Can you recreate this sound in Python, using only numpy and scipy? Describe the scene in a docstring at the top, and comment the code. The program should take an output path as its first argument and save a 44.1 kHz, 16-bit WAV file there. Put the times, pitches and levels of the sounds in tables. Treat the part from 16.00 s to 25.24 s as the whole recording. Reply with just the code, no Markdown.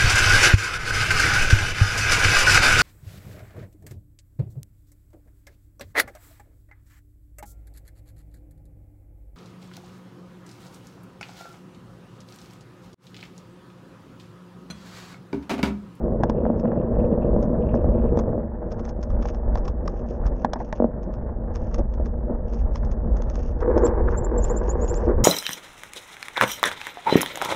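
"""Gravel drums and crunches at once under a bicycle that races down a road, then turns onto bumpy grass.
Random impacts from stones and tufts pass through filters for the frame and a cased camera on the handlebar.
Bumps and wind shake the case, grass brushes the wheel, ruts rumble, the chain slaps and the mount knocks.
Near the end the freewheel ticks as spaced impulses, then filtered slips make the brake grind and grab.
Its short high squeaks are rough whistles that climb in pitch."""
import sys
import numpy as np
from scipy import signal
from scipy.fft import rfft, irfft
from scipy.io import wavfile
from scipy.ndimage import uniform_filter1d

SR = 44100
rng = np.random.default_rng(int(sys.argv[2]) if len(sys.argv) > 2 else 0)


def to_wav(s):
    """Save 16-bit WAV."""
    ch = np.atleast_2d(s).T  # columns
    pcm = np.round(np.clip(ch, -1, 1) * 32767)  # PCM
    wavfile.write(sys.argv[1], SR, pcm.astype(np.int16))


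N = 407484
TIME = np.arange(N) / SR

# resonances of handlebar and case, a negative lift being a dip: (frequency [Hz], width [Hz], lift [dB])
CASE_MODES = [(231.9, 25, 15.5), (336, 42, 8), (486, 45.7, 9.5), (610.7, 55, 7), (886, 450, 2),
              (1714, 620, 5), (3465, 300, 8.5), (5110, 57, -13.5)]
# bending waves smear each blow around this frequency; the top is cut above the other
FLEX_HZ, CUTOFF_HZ = 820, 9000

# spectrum of the force that shakes the handlebar: (frequency [Hz], level [dB])
SHAKE_SPECTRUM = [(10, -10), (24, 0), (36, 3.5), (52, 8), (72, -1.5), (100, -10.5), (230, -31)]
# spectrum of stones and tufts drumming on the tread: (frequency [Hz], level [dB])
DRUM_SPECTRUM = [(50, -1.5), (95, 2.5), (170, 0.5), (280, -11), (420, -6.5), (600, -7.5), (760, -19),
                 (1100, -25.5), (2000, -61)]
# spectrum of smaller stones crunching: (frequency [Hz], level [dB])
CRUNCH_SPECTRUM = [(400, -7), (800, 2.5), (1100, -7.5), (1800, -18.5), (2200, -31.5)]
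# spectrum of the faint crackle: (frequency [Hz], level [dB])
CRACKLE_SPECTRUM = [(1500, -3), (2700, 20), (3400, -0.5), (4200, -25), (5500, -6.5)]
# spectrum of grass blades on tyre and spokes: (frequency [Hz], level [dB])
BRUSH_SPECTRUM = [(1200, -13.5), (2700, 6.5), (3700, -11.5), (5400, 6), (6600, 4.5), (7600, -29.5)]
# spectrum of the dragging brake: (frequency [Hz], level [dB])
BRAKE_SPECTRUM = [(150, -16), (260, -17), (350, -0.5), (420, 0.5), (470, 3), (660, -11), (820, -5),
                  (1120, -10), (1320, -22.5), (1560, -19), (2100, -33), (3200, -62.5)]
# spectrum of the fork juddering: (frequency [Hz], level [dB])
JUDDER_SPECTRUM = [(200, -10.5), (350, 3.5), (500, 4), (700, -14.5), (1300, -21)]
# spectrum of grit under the pads: (frequency [Hz], level [dB])
SCRAPE_SPECTRUM = [(500, -21), (1100, 1.5), (1700, -7), (2200, -25)]
# spectrum of the mount knocking: (frequency [Hz], level [dB])
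KNOCK_SPECTRUM = [(190, -6), (350, -20), (560, -10), (830, -0.5), (1080, -6.5), (1300, -22.5), (1650, -17),
                  (2300, -34.5)]
# spectrum of dull blows to the frame: (frequency [Hz], level [dB])
THUD_SPECTRUM = [(80, -34.5), (200, 5.5), (350, 0.5), (600, 5), (950, -7.5), (1400, -23), (2300, -47)]
# spectrum of sharp, hard clicks: (frequency [Hz], level [dB])
CLICK_SPECTRUM = [(300, -13), (950, 11.5), (1400, 3.5), (2500, -5.5), (3600, -11), (5600, -3.5),
                  (6800, -13.5), (8200, -24), (10000, -41.5)]

# steady sway of the handlebar from wind and rough ground: (time [s], level [dB])
SWAY_LEVELS = [(0, -25.5), (.65, -33), (1.0, -29.5), (2.05, -23.5), (2.55, -32), (3.65, -23.5),
               (4.45, -33.5), (5.5, -26), (9.24, -21.5)]
# bumps that jolt the handlebar: (time [s], peak level [dB])
JOLTS = [(.96, -20.5), (1.33, -19.5), (1.859, -20), (2.049, -22.5), (3.14, -19.5), (3.489, -19),
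         (4.251, -19), (5.79, -20.5), (5.999, -23), (6.631, -19.5), (6.849, -20.5), (7.102, -17.5),
         (7.74, -23.5), (8.02, -18.5), (8.389, -21.5), (9.181, -18)]
JOLT_RISE_S, JOLT_FALL_S = 0.049, 0.11

# longer grass brushes the wheel: (middle [s], length [s], level [dB])
GRASS_BRUSHES = [(3.28, 0.072, -58), (3.97, 0.11, -69.5), (4.12, .11, -65.5), (4.4, 0.08, -66),
                 (4.64, 0.12, -66.5), (4.77, 0.045, -65), (5.68, 0.16, -67), (6.55, 0.16, -67.5),
                 (7.41, 0.23, -64), (8.12, 0.051, -60), (8.5, 0.22, -63.5), (8.68, .1, -62),
                 (8.94, 0.31, -61)]
BLADES_PER_S = 350
# ruts in the grass: (middle [s], length [s], level [dB])
RUT_CROSSINGS = [(3.5, 0.31, -35.5), (5.802, 0.042, -25), (6.005, 0.033, -28), (6.31, 0.07, -26.5),
                 (8.37, 0.1, -28)]
# patches of faint, uneven crackle over the gravel: (middle [s], length [s], strength [dB])
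CRACKLE_PATCHES = [(.55, 0.65, -60), (1.13, 0.27, -49.5), (1.72, 0.2, -52.5), (2.05, 0.29, -54)]
CRACKLES_PER_S, CRACKLE_CHATTER_S = 55, 0.008

# the freewheel ticks while the bike coasts; the level is that of a typical tick
COAST_FROM_S, COAST_TO_S, PAWLS_PER_S, PAWL_DB = 7.22, 7.52, 63, -53
# the chain slaps the frame: (time [s], strength of the blow [dB])
CHAIN_SLAPS = [(0.597, -39.5), (1.428, -35.5), (1.753, -42.5), (2.19, -29.5), (2.718, -34), (2.795, -38),
               (2.853, -35), (2.8918, -36), (3.0292, -33), (3.104, -40), (3.225, -33), (3.2868, -31),
               (3.347, -39), (3.575, -32.5), (3.654, -35), (3.68, -30), (3.878, -25.5), (4.2665, -30.5),
               (5.032, -42.5), (5.14, -38), (5.5585, -28.5), (5.7438, -29), (5.784, -35), (5.939, -40.5),
               (6.059, -36.5), (6.536, -36.5), (6.758, -27.5), (6.849, -37), (6.9158, -36.5),
               (7.169, -36.5), (7.221, -35), (7.3, -34), (7.3566, -30), (7.606, -35.5), (7.7786, -30),
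               (7.866, -28.5), (8.4497, -30.5), (8.9421, -31.5)]
CHAIN_TOUCHES_PER_S = 450
# resonances of chain and sprockets: (frequency [Hz], width [Hz], middle level [dB])
METAL_MODES = [(1180, 200, 4.5), (2670, 430, -3), (5370, 480, 2), (6370, 460, 7.5)]

# grit scrapes under the pads: (middle [s], length [s], level [dB])
GRIT_SCRAPES = [(7.632, 0.014, -32), (8.084, 0.013, -27.5), (8.148, 0.026, -34.5)]
# pad squeaks: (middle [s], length [s], middle pitch [Hz], level before flutter [dB])
PAD_SQUEAKS = [(7.854, 0.024, 7370, -33.5), (8.184, 0.016, 7400, -33.5), (8.251, 0.014, 7300, -37),
               (8.387, 0.015, 7560, -36), (8.439, 0.031, 6950, -38.5), (8.507, 0.021, 7100, -35),
               (8.576, .022, 7280, -37.5), (8.704, 0.022, 6880, -33.5), (8.832, 0.034, 7100, -41.5),
               (8.897, 0.034, 7100, -37.5), (8.966, 0.034, 7200, -43)]
# every squeak climbs at the same rate, between two notes of the pad
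CLIMB_HZ_PER_S, PAD_LOW_HZ, PAD_HIGH_HZ = 31000, 6730, 7450
# the pads grab: (middle [s], length [s], level [dB])
PAD_GRABS = [(7.692, 0.039, -16.5), (7.772, 0.02, -20), (7.844, 0.06, -19), (8.33, 0.046, -30.5),
             (9.095, 0.054, -18.5), (9.205, 0.037, -26)]
# the brake is pulled, bites hard, then eases to a steady drag
BRAKE_ON_S, BRAKE_ATTACK_S, BRAKE_BITE_S, BRAKE_EASE_S = 7.55, 0.077, 0.27, 0.21
BITE_DB, DRAG_DB = -24.5, -29

# knocks in the camera mount: (time [s], strength of the body [dB], strength of the click [dB])
MOUNT_KNOCKS = [(0.2347, -5, -24.5), (0.297, -13, -26), (2.173, -21, -35), (3.254, -17.5, -42),
                (3.555, -14.5, -31), (4.4466, -3, -23), (4.534, -12.5, -19.5), (4.7269, -12.5, -26.5)]
# the mount buzzes briefly: (time [s], strength [dB])
MOUNT_BUZZES = [(4.255, -23), (4.558, -15.5), (4.601, -13.5), (6.83, -21)]
BUZZ_TOUCHES_PER_S = 5000  # a loose mount touches very densely
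# dull thuds of the frame, from stones, bumps and brake grabs: (time [s], strength of the blow [dB])
FRAME_THUDS = [(0.464, -10.5), (0.5, -7.5), (.968, -14), (1.363, -10.5), (1.843, -11), (2.1725, -8.5),
               (2.331, -14), (2.378, -14), (4.8007, -5), (4.8217, -7), (4.8427, -5), (5.793, -14.5),
               (6.305, -18.5), (7.765, -10), (9.079, -11.5)]

# the tyres leave the gravel for grass
TURN_OFF_S, TURN_TAKES_S = 2.205, 0.37
# the bike gathers speed on the road until this time, from a quieter start, and slowly loses it on grass
UP_TO_SPEED_S, START_DB, SLOWING_DB_PER_S = 0.95, -2.5, 0.14
# tyre levels on each ground, before changes with speed and ground
GRAVEL_DRUM_DB, GRAVEL_CRUNCH_DB = -22, -41
GRASS_DRUM_DB, GRASS_CRUNCH_DB = -33.5, -44
# share of a jolt's rise in level that the loaded tyres follow
DRUM_FOLLOWS, CRUNCH_FOLLOWS = 0.055, 0.47
# larger stones pop from under the tread: (time [s], strength [dB])
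STONE_POPS = [(0.453, -14), (0.655, -17), (0.718, -17), (1.742, -14)]


def from_db(db):
    """Turn decibels into gain."""
    return 10 ** (np.asarray(db) / 20)


def rms_one(x):
    """Scale to an average power of 1."""
    return x / np.sqrt(np.mean(x ** 2) + 1e-20)


def evened(x, size):
    """Hold the power near 1 over stretches of about this many samples."""
    power = uniform_filter1d(uniform_filter1d(x ** 2, size=size), size=size // 2)
    return x / np.sqrt(power + 1e-12)


def drift(rate_hz):
    """Slow random wander of spread 1, made at every 40th sample and joined by straight lines."""
    r = np.exp(-80 * np.pi * rate_hz / SR)
    noise = rng.standard_normal(N // 40 + 2002)
    slow = signal.lfilter([1], [1, -2 * r, r * r], noise)[2000:]  # skip the filter's start
    return np.interp(np.arange(N) / 40, np.arange(len(slow)), rms_one(slow))


def swells(rows, order=2):
    """A gain that rises and falls around each moment; a higher order gives a flatter top and steeper ends."""
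    gain = np.zeros(N)
    for s, length, db in rows:
        distance = np.abs(2 * (TIME - s) / length) ** order
        gain += from_db(db) * np.exp(-np.minimum(distance, 20))
    return gain


def resonate(x, hz, width_hz):
    """Ring at one frequency; a narrower width rings longer."""
    return signal.lfilter(*signal.iirpeak(hz, hz / width_hz, fs=SR), x)


def response(spectrum, size=8192):
    """The sound of a single blow with this spectrum, coloured by the case resonances; peak 1."""
    hz, db = np.transpose(spectrum)
    grid = np.maximum(np.arange(size // 2 + 1) * SR / size, 1)
    fall_db = 30 * np.log2(np.maximum(grid / hz[-1], 1))  # 30 dB per octave past the last point
    log_gain = np.log(from_db(np.interp(np.log(grid), np.log(hz), db) - fall_db))
    # the cepstrum gives a pulse with its energy as early as this spectrum allows
    cepstrum = irfft(log_gain)[:size // 2]
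    cepstrum[1:] *= 2
    pulse = irfft(np.exp(rfft(cepstrum, size)))
    for mode_hz, width_hz, lift_db in CASE_MODES:
        pulse = pulse + (from_db(lift_db) - 1) * resonate(pulse, mode_hz, width_hz)
    return pulse / np.abs(pulse).max() * np.hanning(2 * size)[size:]


def through_case(force, spectrum):
    """What the microphone hears of a force; the frame delays the lows behind the highs."""
    _, poles = signal.iirpeak(FLEX_HZ, 1, fs=SR)
    smeared = signal.lfilter(poles[::-1], poles, response(spectrum))  # changes timing, not balance
    return signal.oaconvolve(force, smeared)[:N]


def blows(times, db):
    """One impulse for each contact."""
    force = np.zeros(N)
    places = np.round(np.asarray(times) * SR).astype(int)
    force[np.clip(places, 0, N - 1)] = from_db(db)
    return force


def grains(per_s, spread_db):
    """Tiny impacts at random moments, with random strengths and signs."""
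    sizes = from_db(spread_db * np.minimum(rng.exponential(1, N), 4))
    return (rng.random(N) < per_s / SR) * sizes * rng.choice([-1, 1], N)


def chatter(force, decay_s, per_s=1200):
    """A dying run of random touches after each blow, with about as much energy as the blow itself."""
    r = np.exp(-2 / (decay_s * SR))
    energy = signal.lfilter([1 - r], [1, -r], force ** 2 + 1e-24)
    return np.sqrt(energy) * rms_one(grains(per_s, spread_db=-3.5))


def metal(force):
    """Ticks of steel on the bike; the balance of its resonances wanders from contact to contact."""
    ticks = through_case(force, CLICK_SPECTRUM)
    ringing = np.zeros(N)
    for hz, width_hz, db in METAL_MODES:
        gain = from_db(db + 7.4 * np.tanh(drift(30)))
        ringing += gain * resonate(ticks, hz, width_hz)
    return ticks + ringing


def sway_db():
    """Level of the steady sway at every sample, in dB."""
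    return np.interp(TIME, *np.transpose(SWAY_LEVELS))


def jolting():
    """How far the bumps lift the shaking above the steady sway, in dB."""
    power = np.zeros(N)
    for s, db in JOLTS:
        near = np.abs(TIME - s) < 0.5
        since = TIME[near] - s
        width_s = np.where(since < 0, JOLT_RISE_S, JOLT_FALL_S)
        power[near] += (from_db(db) * np.exp(-(since / width_s) ** 2)) ** 2
    return 10 * np.log10(1 + power / from_db(sway_db()) ** 2)


def shake(jolt_db):
    """The handlebar sways at a few tens of cycles a second, as hard as bumps and wind push it."""
    sway = evened(through_case(rng.standard_normal(N), SHAKE_SPECTRUM), size=3000)
    return from_db(sway_db() + jolt_db + 0.5 * drift(19)) * sway


def brushing():
    """Blades of grass flick the tyre and spokes; each clump is a grainy rustle that starts and stops quickly."""
    rustle = evened(through_case(grains(BLADES_PER_S, spread_db=3), BRUSH_SPECTRUM), size=1800)
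    return swells(GRASS_BRUSHES, order=6) * from_db(5 * np.tanh(drift(45))) * rustle


def ruts():
    """The front wheel crosses a rut with a short, dull rumble."""
    rumble = evened(through_case(grains(700, spread_db=4.0), THUD_SPECTRUM), size=900)
    return swells(RUT_CROSSINGS) * rumble


def crackle():
    """Patches of faint, uneven crackle over the gravel, made of sparse grains that each chatter briefly."""
    sparse = swells(CRACKLE_PATCHES) * grains(CRACKLES_PER_S, spread_db=4.3)
    return through_case(chatter(sparse, decay_s=CRACKLE_CHATTER_S), CRACKLE_SPECTRUM)


def freewheel():
    """The rider stops pedalling before braking, and the pawls tick over the ratchet."""
    s = np.arange(COAST_FROM_S, COAST_TO_S, 1 / PAWLS_PER_S)
    late, strength = rng.standard_normal((len(s), 2)).T
    pawls = blows(s + 0.0025 * late, PAWL_DB + 3.5 * strength)
    return metal(pawls + chatter(pawls, decay_s=0.005))


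def chain():
    """The chain slaps the frame with a short metallic tick, then a few rebounds."""
    slap = blows(*np.transpose(CHAIN_SLAPS))
    # a faint swell leads into each slap
    lead_in = from_db(-6) * chatter(slap[::-1], decay_s=0.009, per_s=CHAIN_TOUCHES_PER_S)[::-1]
    rebounds = from_db(1.0) * chatter(slap, decay_s=0.0088, per_s=CHAIN_TOUCHES_PER_S)
    return metal(lead_in + slap + rebounds)


def scrapes():
    """Grit is dragged through the pads with a short, harsh rasp."""
    rasp = evened(through_case(grains(1600, spread_db=-1.5), SCRAPE_SPECTRUM), size=400)
    return swells(GRIT_SCRAPES) * rasp


def squeaks():
    """Each rough whistle climbs from the pad's lower note towards its upper one, inside a faint scrape."""
    out = np.zeros(N)
    waver, flutter, roughness = drift(200), from_db(3 * drift(130)), drift(400)
    for s, length, middle_hz, db in PAD_SQUEAKS:
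        near = np.abs(TIME - s) < 2 * length
        since = TIME[near] - s
        climb_hz = np.clip(middle_hz + CLIMB_HZ_PER_S * since, PAD_LOW_HZ, PAD_HIGH_HZ)
        hz = climb_hz * (1 + 0.009 * waver[near])
        whistle = np.exp(-np.square(2 * since / length) ** 2) * flutter[near]
        scrape = 0.21 * np.exp(-(since / length) ** 2) * roughness[near]
        out[near] += from_db(db) * (whistle + scrape) * np.sin(2 * np.pi * np.cumsum(hz) / SR)
    return out


def brake():
    """The pads stick and slip unevenly; each grab sets the fork juddering."""
    slips = grains(1100, spread_db=3.2) * from_db(1.8 * drift(25))
    held_s = TIME - BRAKE_ON_S
    pressed = np.clip(held_s / BRAKE_ATTACK_S, 0, 1) ** 2
    bite = np.exp(-np.maximum(held_s - BRAKE_ATTACK_S - BRAKE_BITE_S, 0) / BRAKE_EASE_S)
    level_db = DRAG_DB + (BITE_DB - DRAG_DB) * bite
    grind = pressed * from_db(level_db) * rms_one(through_case(slips, BRAKE_SPECTRUM))
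    judder = swells(PAD_GRABS) * evened(through_case(slips, JUDDER_SPECTRUM), size=700)
    return grind + judder


def knocks():
    """Hard plastic contacts and buzzes in the mount, and softer blows through the frame."""
    s, body_db, click_db = np.transpose(MOUNT_KNOCKS)
    body, click = blows(s, body_db), blows(s, click_db)
    thud = blows(*np.transpose(FRAME_THUDS))
    buzz = chatter(blows(*np.transpose(MOUNT_BUZZES)), decay_s=0.01, per_s=BUZZ_TOUCHES_PER_S)
    body_rattle = from_db(-6) * chatter(body, decay_s=0.0072, per_s=BUZZ_TOUCHES_PER_S)
    click_rattle = from_db(7.5) * chatter(click, decay_s=0.0024, per_s=BUZZ_TOUCHES_PER_S)
    thud_rattle = from_db(-12.0) * chatter(thud, decay_s=0.029)
    mount = through_case(body + body_rattle + buzz, KNOCK_SPECTRUM)
    snap = through_case(click + click_rattle + from_db(-23.0) * buzz, CLICK_SPECTRUM)
    frame = through_case(thud + thud_rattle, THUD_SPECTRUM)
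    return mount + snap + frame


def on_grass():
    """Share of the tread that is on grass: 0 on the road, 1 after the turn."""
    return np.clip((TIME - TURN_OFF_S) / TURN_TAKES_S, 0, 1)


def stone_pops():
    """Larger stones pop from under the tread, each a single blow."""
    return through_case(blows(*np.transpose(STONE_POPS)), CRUNCH_SPECTRUM)


def tyres(jolt_db):
    """Stones and tufts drum on the tread and smaller ones crunch, following speed, ground and jolts."""
    grass = on_grass()
    start_db = START_DB * np.maximum(1 - TIME / UP_TO_SPEED_S, 0)
    slowing_db = SLOWING_DB_PER_S * np.maximum(TIME - TURN_OFF_S, 0)
    ground_db = start_db - slowing_db + 1.3 * grass * drift(2.6)
    grass_drum_db = GRASS_DRUM_DB + DRUM_FOLLOWS * jolt_db
    grass_crunch_db = GRASS_CRUNCH_DB + CRUNCH_FOLLOWS * jolt_db
    drum_db = (1 - grass) * GRAVEL_DRUM_DB + grass * grass_drum_db + ground_db
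    crunch_db = (1 - grass) * GRAVEL_CRUNCH_DB + grass * grass_crunch_db + ground_db
    drum_hits = grains(1500, spread_db=3.5) * from_db(1.8 * drift(22))
    crunch_hits = grains(1500, spread_db=2) * from_db(2.0 * drift(40))
    drum = from_db(drum_db) * rms_one(through_case(drum_hits, DRUM_SPECTRUM))
    crunch = from_db(crunch_db) * rms_one(through_case(crunch_hits, CRUNCH_SPECTRUM))
    return drum + crunch


def scene():
    """Everything reaches the one microphone through the bike and the case."""
    jolt_db = jolting()
    ground = shake(jolt_db) + brushing() + ruts() + crackle() + stone_pops() + tyres(jolt_db)
    bike = freewheel() + chain() + scrapes() + squeaks() + brake() + knocks()
    return (ground + bike)[None]


def record(dry):
    """A steep filter cuts the top."""
    top_cut = signal.ellip(10, 0.1, 80, CUTOFF_HZ, fs=SR, output="sos")
    return signal.sosfilt(top_cut, dry)


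dry = scene()
out = record(dry)
to_wav(out)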